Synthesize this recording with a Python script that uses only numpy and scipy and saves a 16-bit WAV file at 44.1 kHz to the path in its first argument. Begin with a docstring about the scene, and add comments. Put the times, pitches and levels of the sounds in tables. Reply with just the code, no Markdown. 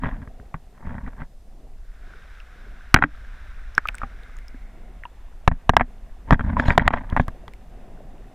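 """A watertight housing with a microphone inside knocks on stones and drags through gravel in a shallow stream.
Blows ring its walls and hollow body as damped modes; drags, pebbles and sand are random contacts.
Water slaps, drops, bubbles and sand grains ring briefly; the housing is largely out of the water from 2 to 4.6 s.
The stream is coloured noise and bubble tones over a rumble: muffled under water, brighter in the air.
A limiter ducks after the hardest knocks, which still clip."""
import sys
import numpy as np
from scipy import signal
from scipy.fft import rfft, irfft, next_fast_len
from scipy.io import wavfile
from scipy.ndimage import uniform_filter1d, map_coordinates

SR = 44100
rng = np.random.default_rng(int(sys.argv[2]) if len(sys.argv) > 2 else 0)


def int16_out(signal):
    """Quantize to a 16-bit WAV file."""
    q = np.round(np.clip(np.atleast_2d(signal).T, -1, 1) * 32767)
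    wavfile.write(sys.argv[1], SR, q.astype(np.int16))


N = 368101


def amp(db):
    """Gain of a level in dB."""
    return 10 ** (np.asarray(db) / 20)


def unit(x):
    """x at rms 1."""
    return x / np.sqrt(np.mean(x ** 2) + 1e-20)


def curves(rows):
    """One value per sample for each column after the time."""
    time_s, *columns = np.transpose(rows)
    return [np.interp(np.arange(N) / SR, time_s, column) for column in columns]


def wobble(rate_hz):
    """A smooth random curve with rate_hz knots a second."""
    knots = rng.standard_normal(int(N * rate_hz / SR) + 4)
    return map_coordinates(knots, [np.arange(N) * rate_hz / SR])


def filtered(x, response):
    """x times a response of frequency."""
    size = next_fast_len(N + SR // 2)
    spectrum = rfft(x, size) * response(np.fft.rfftfreq(size, 1 / SR))
    return irfft(spectrum, size)[..., :N]


def coloured(x, spectrum):
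    """x with the colour of (Hz, dB) points, at rms 1."""
    f_hz, db = np.transpose(spectrum)
    return unit(filtered(x, lambda hz: amp(np.interp(np.log(hz + 1), np.log(f_hz), db))))


def noise(spectrum):
    """Coloured noise of rms 1."""
    return coloured(rng.standard_normal(N), spectrum)


def ring(t, hz, t60, rise):
    """A damped vibration: builds up over rise seconds, falls 60 dB in t60 seconds."""
    decay = 1000 ** (-t / t60)
    return np.sin(2 * np.pi * hz * t) * decay * (1 - np.exp(-(t / rise) ** 2))


def add(track, s, sound):
    """Mix a sound into a track at s seconds."""
    start = max(round(s * SR), 0)
    track[start:start + len(sound)] += sound[:N - start]


def bell(hz, centre_hz, octaves):
    """Weight that falls off with the distance in pitch from a centre."""
    return 1 / (1 + (np.log2(hz / centre_hz) / octaves) ** 2)


def patchy(x, depth_db):
    """x with its colour shifting at random from moment to moment, at rms 1."""
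    z = signal.stft(x, nperseg=512)[2]
    field = uniform_filter1d(rng.standard_normal(z.shape), size=7, axis=0)
    field = uniform_filter1d(field, size=3, axis=1)
    return unit(signal.istft(z * amp(depth_db * unit(field)), nperseg=512)[1][:N])


# Knocks against stones. Each row: start in seconds, relative level in dB, nominal ring in Hz,
# thud in dB relative to the blow.
KNOCKS = [(.036, -19.5, 1180, 0), (.057, -20.5, 1490, -0.5), (.144, -36, 1160, -3), (0.218, -37.5, 1420, 3),
          (0.275, -36.5, 1300, 8.5), (.398, -39.5, 1460, 8.5), (0.5423, -21, 1100, -6.5),
          (.871, -31, 1150, 6.5), (0.982, -30.5, 1190, -1), (1.077, -27.5, 1220, -1),
          (1.218, -25.5, 1300, 1), (2.9428, 21.5, 1553, -18), (2.962, 7, 1433, -15.5),
          (2.972, -5, 1400, -11.5), (2.988, -9, 1460, -11.5), (3.024, 3.5, 1470, -21),
          (3.0385, 3.5, 1410, -15.5), (4.033, -26, 1130, -2), (5.477, 7.5, 1092, -7.5),
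          (5.515, -14.5, 794, 9.5), (5.694, 8.5, 967, -11), (5.736, -9.5, 756, -7), (5.767, 12, 945, -19.5),
          (5.7968, -2.5, 980, -17.5), (5.8095, 5, 883, -16), (6.308, -1, 1145, -8), (6.325, -4, 1270, -5),
          (6.33, -0.5, 936, -1), (6.3943, -14, 1310, -5), (6.408, -15.5, 1430, 0), (6.597, -5, 1470, -12),
          (6.683, -10, 920, 5), (6.705, -5.5, 1830, -5.5), (6.778, 11, 904, -21.5), (6.7962, -5, 1800, -6),
          (6.878, 5.5, 1145, -26.5), (6.906, -4.5, 1080, -17.5), (6.938, 1, 1020, -18.5),
          (7.126, -19, 675, 7.5), (7.165, -6.5, 950, -24), (7.172, -10, 980, -18.5), (7.197, -4, 970, -5),
          (7.282, -20, 1034, -2.5), (7.48, -28.5, 1190, -15.5)]
# Wall modes. Each row: nominal frequency in Hz, mean level in dB, t60 in seconds.
WALL_MODES = [(713.4, -9, 0.028), (875, -9.5, 0.018), (1108, -12, 0.019), (1617, -10.5, 0.023),
              (1882, -6.5, 0.018), (2337, -8.5, 0.011), (2490, -20, 0.0071), (3220, -20, 0.031),
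              (3850, -26.5, 0.028)]
# Hollow-body modes. Each row: nominal frequency in Hz, mean level in dB, t60 in seconds.
BODY_MODES = [(159.5, -7.5, 0.085), (242.8, -6, 0.085), (408.3, -5, 0.026), (555, -9, 0.026)]
# Crunch and splash spectrum. Each row: frequency in Hz, density in dB per Hz.
CRUNCH_SPECTRUM = [(150, -2), (450, -6.5), (700, -3), (900, -3.5), (1800, 3.5), (2400, -10), (3500, -33),
                   (4400, -44), (9000, -56), (16000, -74.5)]
BODY_DB, BODY_DB_PER_THUD_DB = -7, 0.49  # body re the blow; a heavier shove wakes more of it


def wall_ring(t, hit_hz):
    """Wall modes answer a blow, most strongly near its pitch."""
    out = np.zeros(len(t))
    for mode_hz, db, t60_s in WALL_MODES:
        gain = amp(db + rng.normal(0, 3)) * bell(mode_hz, hit_hz, octaves=.7) * rng.choice([-1, 1])
        out += gain * ring(t, mode_hz * rng.normal(1, 0.02), t60_s, rise=0.00064)
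    return out


def body_ring(t):
    """The hollow body sounds its low modes, each at a slightly random level and pitch."""
    out = np.zeros(len(t))
    for mode_hz, db, t60_s in BODY_MODES:
        gain = amp(db + rng.normal(0, 3.8))
        out += gain * ring(t, mode_hz * rng.normal(1, 0.011), t60_s, rise=0.0011)
    return out


def shove(t):
    """The blow moves the housing: a quick thump and a slower swing."""
    sway = rng.uniform(.8, 1.25)
    thump = ring(t, 56 * sway, t60=0.047, rise=0.0015)
    swing = ring(t, 22 * sway, t60=.22, rise=.008)
    return thump + amp(-10) * swing


def knocks(blows):
    """Each blow rings at the pitch of the spot hit, wakes walls and body, and shoves the housing."""
    out, crush, t = np.zeros(N), np.zeros(N), np.arange(SR // 6) / SR
    for s, db, hz, thud_db in blows:
        spot = ring(t, hz * rng.normal(1, 0.022), t60=0.0099, rise=.0007)
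        walls = wall_ring(t, hz)
        body = amp(BODY_DB + BODY_DB_PER_THUD_DB * thud_db) * body_ring(t)
        thud = amp(thud_db + 1) * shove(t)
        # the hardest blows ring shorter
        shortening = amp(-.4 * max(db, 0) * np.clip(t / 0.0081, 0, 1.3) ** 2)
        blow = shortening * (spot + walls) + np.sqrt(shortening) * body - thud
        add(out, s - .0004, amp(db + 3.0) * blow)
        crush_onset = 1 - np.exp(-(t / 0.00037) ** 2)
        crush_decay = amp(-60 * t / 0.027) + 0.073 * amp(-60 * t / 0.065)
        add(crush, s, amp(db - 13.5) * shortening * crush_onset * crush_decay)
    # sand caught in the contact crunches
    return out + crush * noise(CRUNCH_SPECTRUM)


DRAG_ATTACK_S, DRAG_RELEASE_S = 0.0083, 0.012  # time constants


def grip(start, end):
    """Envelope of a sliding contact: it bites, holds and lets go."""
    t = np.arange(N) / SR
    before, after = np.maximum(start - t, 0), np.maximum(t - end, 0)
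    return np.exp(-before / DRAG_ATTACK_S - after / DRAG_RELEASE_S)


# Drags over gravel. Each row: start in seconds, end in seconds, relative scrape in dB, relative judder in dB.
DRAGS = [(.005, 0.248, -52, -36), (0.027, 0.097, -37.5, -27), (0.752, 1.237, -54, -45.5),
         (0.848, 1.088, -47, -32), (1.196, 1.227, -44.5, -39), (2.959, 3.021, -37.5, -30),
         (5.778, 5.801, -38, -20.5), (6.281, 7.152, -46, -33.5), (6.325, 6.328, -22.5, -6),
         (6.449, 6.732, -38, -22.5), (6.796, 6.868, -28, -18), (6.589, 6.733, -29, -24),
         (6.931, 6.975, -26.5, -25.5), (7.2, 7.215, -41, -20.5)]
SKID_DB, SKID_T60_S = -25.5, .085  # level re the blow, decay
SKID_JUDDER_DB, SKID_LIMIT_DB = 9, -9.5  # judder re the skid's scrape; blow above which a skid grows no more


def pressure():
    """Strength of scrape and judder: the strongest drag rules, and every listed knock starts a skid."""
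    t = np.arange(SR // 4) / SR
    scrape, judder, skid = np.zeros((3, N))
    for start, end, scrape_db, judder_db in DRAGS:
        contact = grip(start, end)
        scrape = np.maximum(scrape, amp(scrape_db) * contact)
        judder = np.maximum(judder, amp(judder_db) * contact)
    for s, db, _, _ in KNOCKS:
        add(skid, s, amp(min(db, SKID_LIMIT_DB) + SKID_DB - 60 * t / SKID_T60_S))
    return np.hypot(scrape, skid), np.hypot(judder, amp(SKID_JUDDER_DB) * skid)


def grains(rate_hz, spread_db):
    """Tiny random contacts of very unequal size."""
    hit = rng.random(N) < rate_hz / SR
    return hit * rng.standard_normal(N) * amp(spread_db * rng.standard_normal(N))


# Spectra of wall rasp, body judder and sand grit. Each row: frequency in Hz, density in dB per Hz.
SCRAPE_SPECTRUM = [(200, -9.5), (380, -3), (470, -7.5), (600, 4.5), (780, -0.5), (930, 7.5), (1300, -5.5),
                   (1650, 1), (2100, -7), (2750, -21), (3500, -23), (4300, -35.5), (8000, -60.5),
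                   (16000, -86)]
JUDDER_SPECTRUM = [(12, -8), (27, 9), (45, 1.5), (75, 1.5), (125, -7.5), (200, -5.5), (260, -5),
                   (330, -27.5), (600, -39), (2500, -100)]
GRIT_SPECTRUM = [(1500, -9), (3400, 12), (4600, 1.5), (5400, 1), (6200, -6), (7200, -2), (8300, -15.5),
                 (9300, -12), (12000, -20), (15500, -33)]
# Sand scuffing the wall. Each row: start in seconds, end in seconds, relative level in dB.
SCUFFS = [(6.326, 6.33, -44.5), (6.597, 6.721, -44.5), (6.93, 6.968, -55.5), (7.195, 7.213, -48.5)]


def gravel(scrape, judder):
    """The housing sticks and slips over gravel: its walls rasp and its whole body judders."""
    slip = amp(3.6 * wobble(100) + 1.7 * wobble(22))
    # shifting colour: passing stones wake other wall resonances
    rasp = patchy(coloured(grains(rate_hz=2000, spread_db=1.0), SCRAPE_SPECTRUM), depth_db=2.5)
    shake = coloured(grains(rate_hz=1900, spread_db=0.5), JUDDER_SPECTRUM)
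    scuffs = sum(amp(db - 1) * grip(start, end) for start, end, db in SCUFFS)
    sand = amp(3.7 * wobble(40)) * scuffs
    grit = patchy(coloured(grains(rate_hz=13000, spread_db=6), GRIT_SPECTRUM), depth_db=4.0)
    return slip * (scrape * rasp + judder * shake + (sand + amp(-45) * scrape) * grit)


PEBBLE_TRIES_PER_S = 20  # only those that fall while sliding sound
PEBBLE_DB, PEBBLE_SPREAD_DB = 13, 2  # mean re the scrape, spread
PEBBLE_HZ, PEBBLE_THUD_DB = 1296, -6.5  # typical ring; thud re the blow


def pebbles(scrape):
    """Small random knocks while the housing slides, their level following the scrape: rows as in KNOCKS."""
    when = rng.integers(N, size=int(PEBBLE_TRIES_PER_S * N / SR))
    sliding = when[scrape[when] > amp(-56)]
    blows = []
    for i in sliding:
        size, spot = rng.standard_normal(2)
        db = 20 * np.log10(scrape[i]) + PEBBLE_DB + PEBBLE_SPREAD_DB * size
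        blows.append((i / SR, db, PEBBLE_HZ * np.exp(0.17 * spot), PEBBLE_THUD_DB))
    return blows


# Water slaps, drops and bubbles on the housing. Each row: start in seconds, relative level in dB,
# pitch in Hz, t60 in seconds.
PLOPS = [(2.136, -38, 1470, .027), (2.402, -34.5, 2700, 0.01), (2.989, -20.5, 291, 0.076),
         (3.04, -14.5, 293, 0.085), (3.7797, 1.5, 1554, 0.011), (3.855, -16.5, 1260, 0.022),
         (3.887, -6.5, 2520, 0.0066), (3.945, -26, 1470, 0.016), (4.017, -20.5, 1280, 0.018),
         (4.034, -16, 1200, .014), (4.037, -34, 790, 0.057), (4.545, -37.5, 258, 0.06),
         (5.036, -23.5, 1890, 0.0092), (5.0535, -27.5, 970, 0.034), (5.0533, -31.5, 2760, .011),
         (6.568, -11.5, 1005, 0.026)]


def plops():
    """Water slaps, drops and bubbles ring briefly, each nearly as a pure tone, over a small splash."""
    out, splash, t = np.zeros(N), np.zeros(N), np.arange(SR // 10) / SR
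    for s, db, hz, t60_s in PLOPS:
        add(out, s, amp(db + 3.5) * ring(t, hz, t60_s, rise=0.00048))
        add(splash, s, amp(db - 18.5) * (1 - np.exp(-t / 0.00033)) * amp(-60 * t / 0.04))
    return out + splash * noise(CRUNCH_SPECTRUM)


# Drops and sand grains on the case. Each row: start in seconds, relative level in dB, pitch in Hz.
TICKS = [(2.401, -47.5, 5130), (3.751, -31, 5490), (3.779, -25.5, 5400), (3.873, -25.5, 2380),
         (3.886, -20.5, 3600), (3.945, -39, 7750), (3.952, -28.5, 8400), (3.983, -28.5, 2180),
         (4.234, -42.5, 3670), (4.368, -42.5, 6860), (4.387, -35, 1850), (4.482, -34.5, 5245),
         (7.1, -33, 3266), (7.48, -36, 3350), (7.536, -34.5, 2190)]


def ticks():
    """A drop or sand grain gives a tiny noise crack and a short high ping."""
    out, t = np.zeros(N), np.arange(SR // 30) / SR
    for s, db, hz in TICKS:
        grain = signal.lfilter([.4], [1, -.55], rng.standard_normal(len(t)))
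        crack = .5 * grain * amp(-60 * t / 0.0086)
        ping = ring(t, hz, t60=0.007, rise=0.000074)
        add(out, s + 0.00023, amp(db + 1.0) * (ping + crack))
    return out


def bubbling(spectrum, rate_hz, cycles, spread_db, share):
    """Many short rising bubble tones on a bed of noise; share is the bubbles' part of the power."""
    when, pitch, size = rng.random((int(rate_hz * N / SR), 3)).T[:, :, None]
    t = np.arange(SR // 50) / SR
    hz = 300 * 16 ** pitch
    gain = amp(-spread_db * np.log(size + .01)) * np.sqrt(hz)
    tones = gain * ring(t, hz * (1 + 6 * t), cycles / hz, .5 / hz)
    at = (when * N).astype(int) + np.arange(len(t))
    bubbles = coloured(np.bincount(at.ravel(), tones.ravel(), N)[:N], spectrum)
    share = np.clip(share, 0, 1)
    return np.sqrt(share) * bubbles + np.sqrt(1 - share) * noise(spectrum)


# The stream around the housing. Each row: time in seconds, relative rumble of the current in dB,
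# relative wash in dB, babble heard under water in dB.
STREAM = [(0, -42, -59.5, -62.5), (1.3, -44.5, -60.5, -71), (1.8, -39.5, -60, -67.5),
          (2.5, -44, -62.5, -74), (3.2, -35, -62.5, -67.5), (4.8, -41.5, -58.5, -60.5),
          (6.1, -39.5, -57, -62), (7.4, -41, -55.5, -60.5), (8.1, -42.5, -52.5, -61)]
# Each row: time in seconds, share of the housing out of the water 0-1.
IN_AIR = [(1.75, 0), (1.94, 0.37), (2.12, 0.92), (4.1, 0.89), (4.35, 0.65), (4.7, 0.23), (5.0, 0.06)]
# Stream spectra. Each row: frequency in Hz, density in dB per Hz.
RUMBLE_SPECTRUM = [(12, -5), (25, 2), (45, -3), (65, -13.5), (100, -24), (200, -45.5), (800, -100)]
WASH_SPECTRUM = [(60, -14), (110, 7.5), (160, 5.5), (250, 6), (310, -3), (400, -2), (520, -4), (740, -0.5),
                 (860, -12), (1500, -30), (6000, -83.5)]
BABBLE_UNDER_SPECTRUM = [(400, -21.5), (750, 1), (1000, 0), (1400, -3.5), (1900, -3), (2350, -8.5),
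                         (2800, -8), (3150, -14.5), (3600, -11), (4200, -27), (9000, -41.5)]
BABBLE_AIR_SPECTRUM = [(300, -18.5), (900, -13.5), (1200, -8), (1530, 0), (1900, -8), (2400, -12.5),
                       (3100, -19), (3700, -16.5), (4400, -27), (5500, -24.5), (7000, -34), (14000, -50.5)]
OPEN_AIR_DB, WASH_LOSS_DB, WATERLINE_DB = -52, 2.5, -49.5  # babble and wash loss if fully out; singing


def stream():
    """The current shakes the housing; the babble is dull under water and brighter in the air."""
    rumble_db, wash_db, babble_db = curves(STREAM)
    air = np.clip(curves(IN_AIR)[0], 0, 1)
    rumble = amp(rumble_db + 2) * noise(RUMBLE_SPECTRUM)
    wash = bubbling(WASH_SPECTRUM, rate_hz=270, cycles=18, spread_db=3.5, share=0.26)
    wash *= amp(wash_db + 3 - WASH_LOSS_DB * air + 2.4 * wobble(4.9))
    under = bubbling(BABBLE_UNDER_SPECTRUM, rate_hz=340, cycles=16, spread_db=4.5, share=0.16)
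    under *= amp(babble_db) * np.sqrt(1 - air)
    above = bubbling(BABBLE_AIR_SPECTRUM, rate_hz=700, cycles=18, spread_db=4.5, share=0.19)
    above *= amp(OPEN_AIR_DB) * air
    # while it sinks, most when half submerged, the housing sings in a higher resonance
    sinking = np.gradient(air) < 0
    singing = unit(filtered(rng.standard_normal(N), lambda hz: bell(hz, centre_hz=2110, octaves=0.13)))
    waterline = amp(WATERLINE_DB) * sinking * air * (1 - air) * singing
    return rumble + wash + amp(0.68 * wobble(11)) * (under + above + waterline)


# Steady hiss. Each row: frequency in Hz, density in dB per Hz.
HISS_SPECTRUM = [(100, 0), (1500, -0.5), (4000, 5), (8000, 2.5), (14500, -2.5), (15600, -14.5)]


def hiss(db):
    """Steady coloured noise at an rms level in dB."""
    return amp(db) * noise(HISS_SPECTRUM)


def scene():
    """Everything reaches the microphone through the one housing, so it is all in the middle."""
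    scrape, judder = pressure()
    contacts = knocks(KNOCKS) + knocks(pebbles(scrape)) + gravel(scrape, judder)
    inside = contacts + plops() + ticks() + stream() + hiss(-70.5)
    # the two channels differ only faintly: a quarter-cycle shifted copy and hiss
    side = filtered(inside, lambda hz: 1j * amp(-43.5) * (1 + np.minimum(hz, 3000) / 3000))
    side = side + hiss(-77)
    return np.array([inside + side, inside - side])


LIMIT_DB, MOST_CUT_DB = -3, 9.5  # threshold, deepest cut
LIMIT_ATTACK_S, RECOVER_DB_PER_S = 0.0069, 88  # smoothing time constant, release
TOP_HZ = 16200  # band limit


def record(dry):
    """A limiter ducks after hard knocks, too late to keep them from clipping; a steep low-pass follows."""
    level_db = 20 * np.log10(np.abs(dry).max(axis=0) + 1e-9)
    over_db = np.clip(level_db - LIMIT_DB, 0, MOST_CUT_DB)
    recovery = RECOVER_DB_PER_S * np.arange(N) / SR
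    held_db = np.maximum.accumulate(over_db + recovery) - recovery
    keep = np.exp(-1 / (LIMIT_ATTACK_S * SR))
    cut_db = signal.lfilter([1 - keep], [1, -keep], held_db)
    clipped = np.clip(dry * amp(-cut_db), -.96, .96)
    return filtered(clipped, lambda hz: 1 / (1 + (hz / TOP_HZ) ** 80))


dry = scene()
out = record(dry)
int16_out(out)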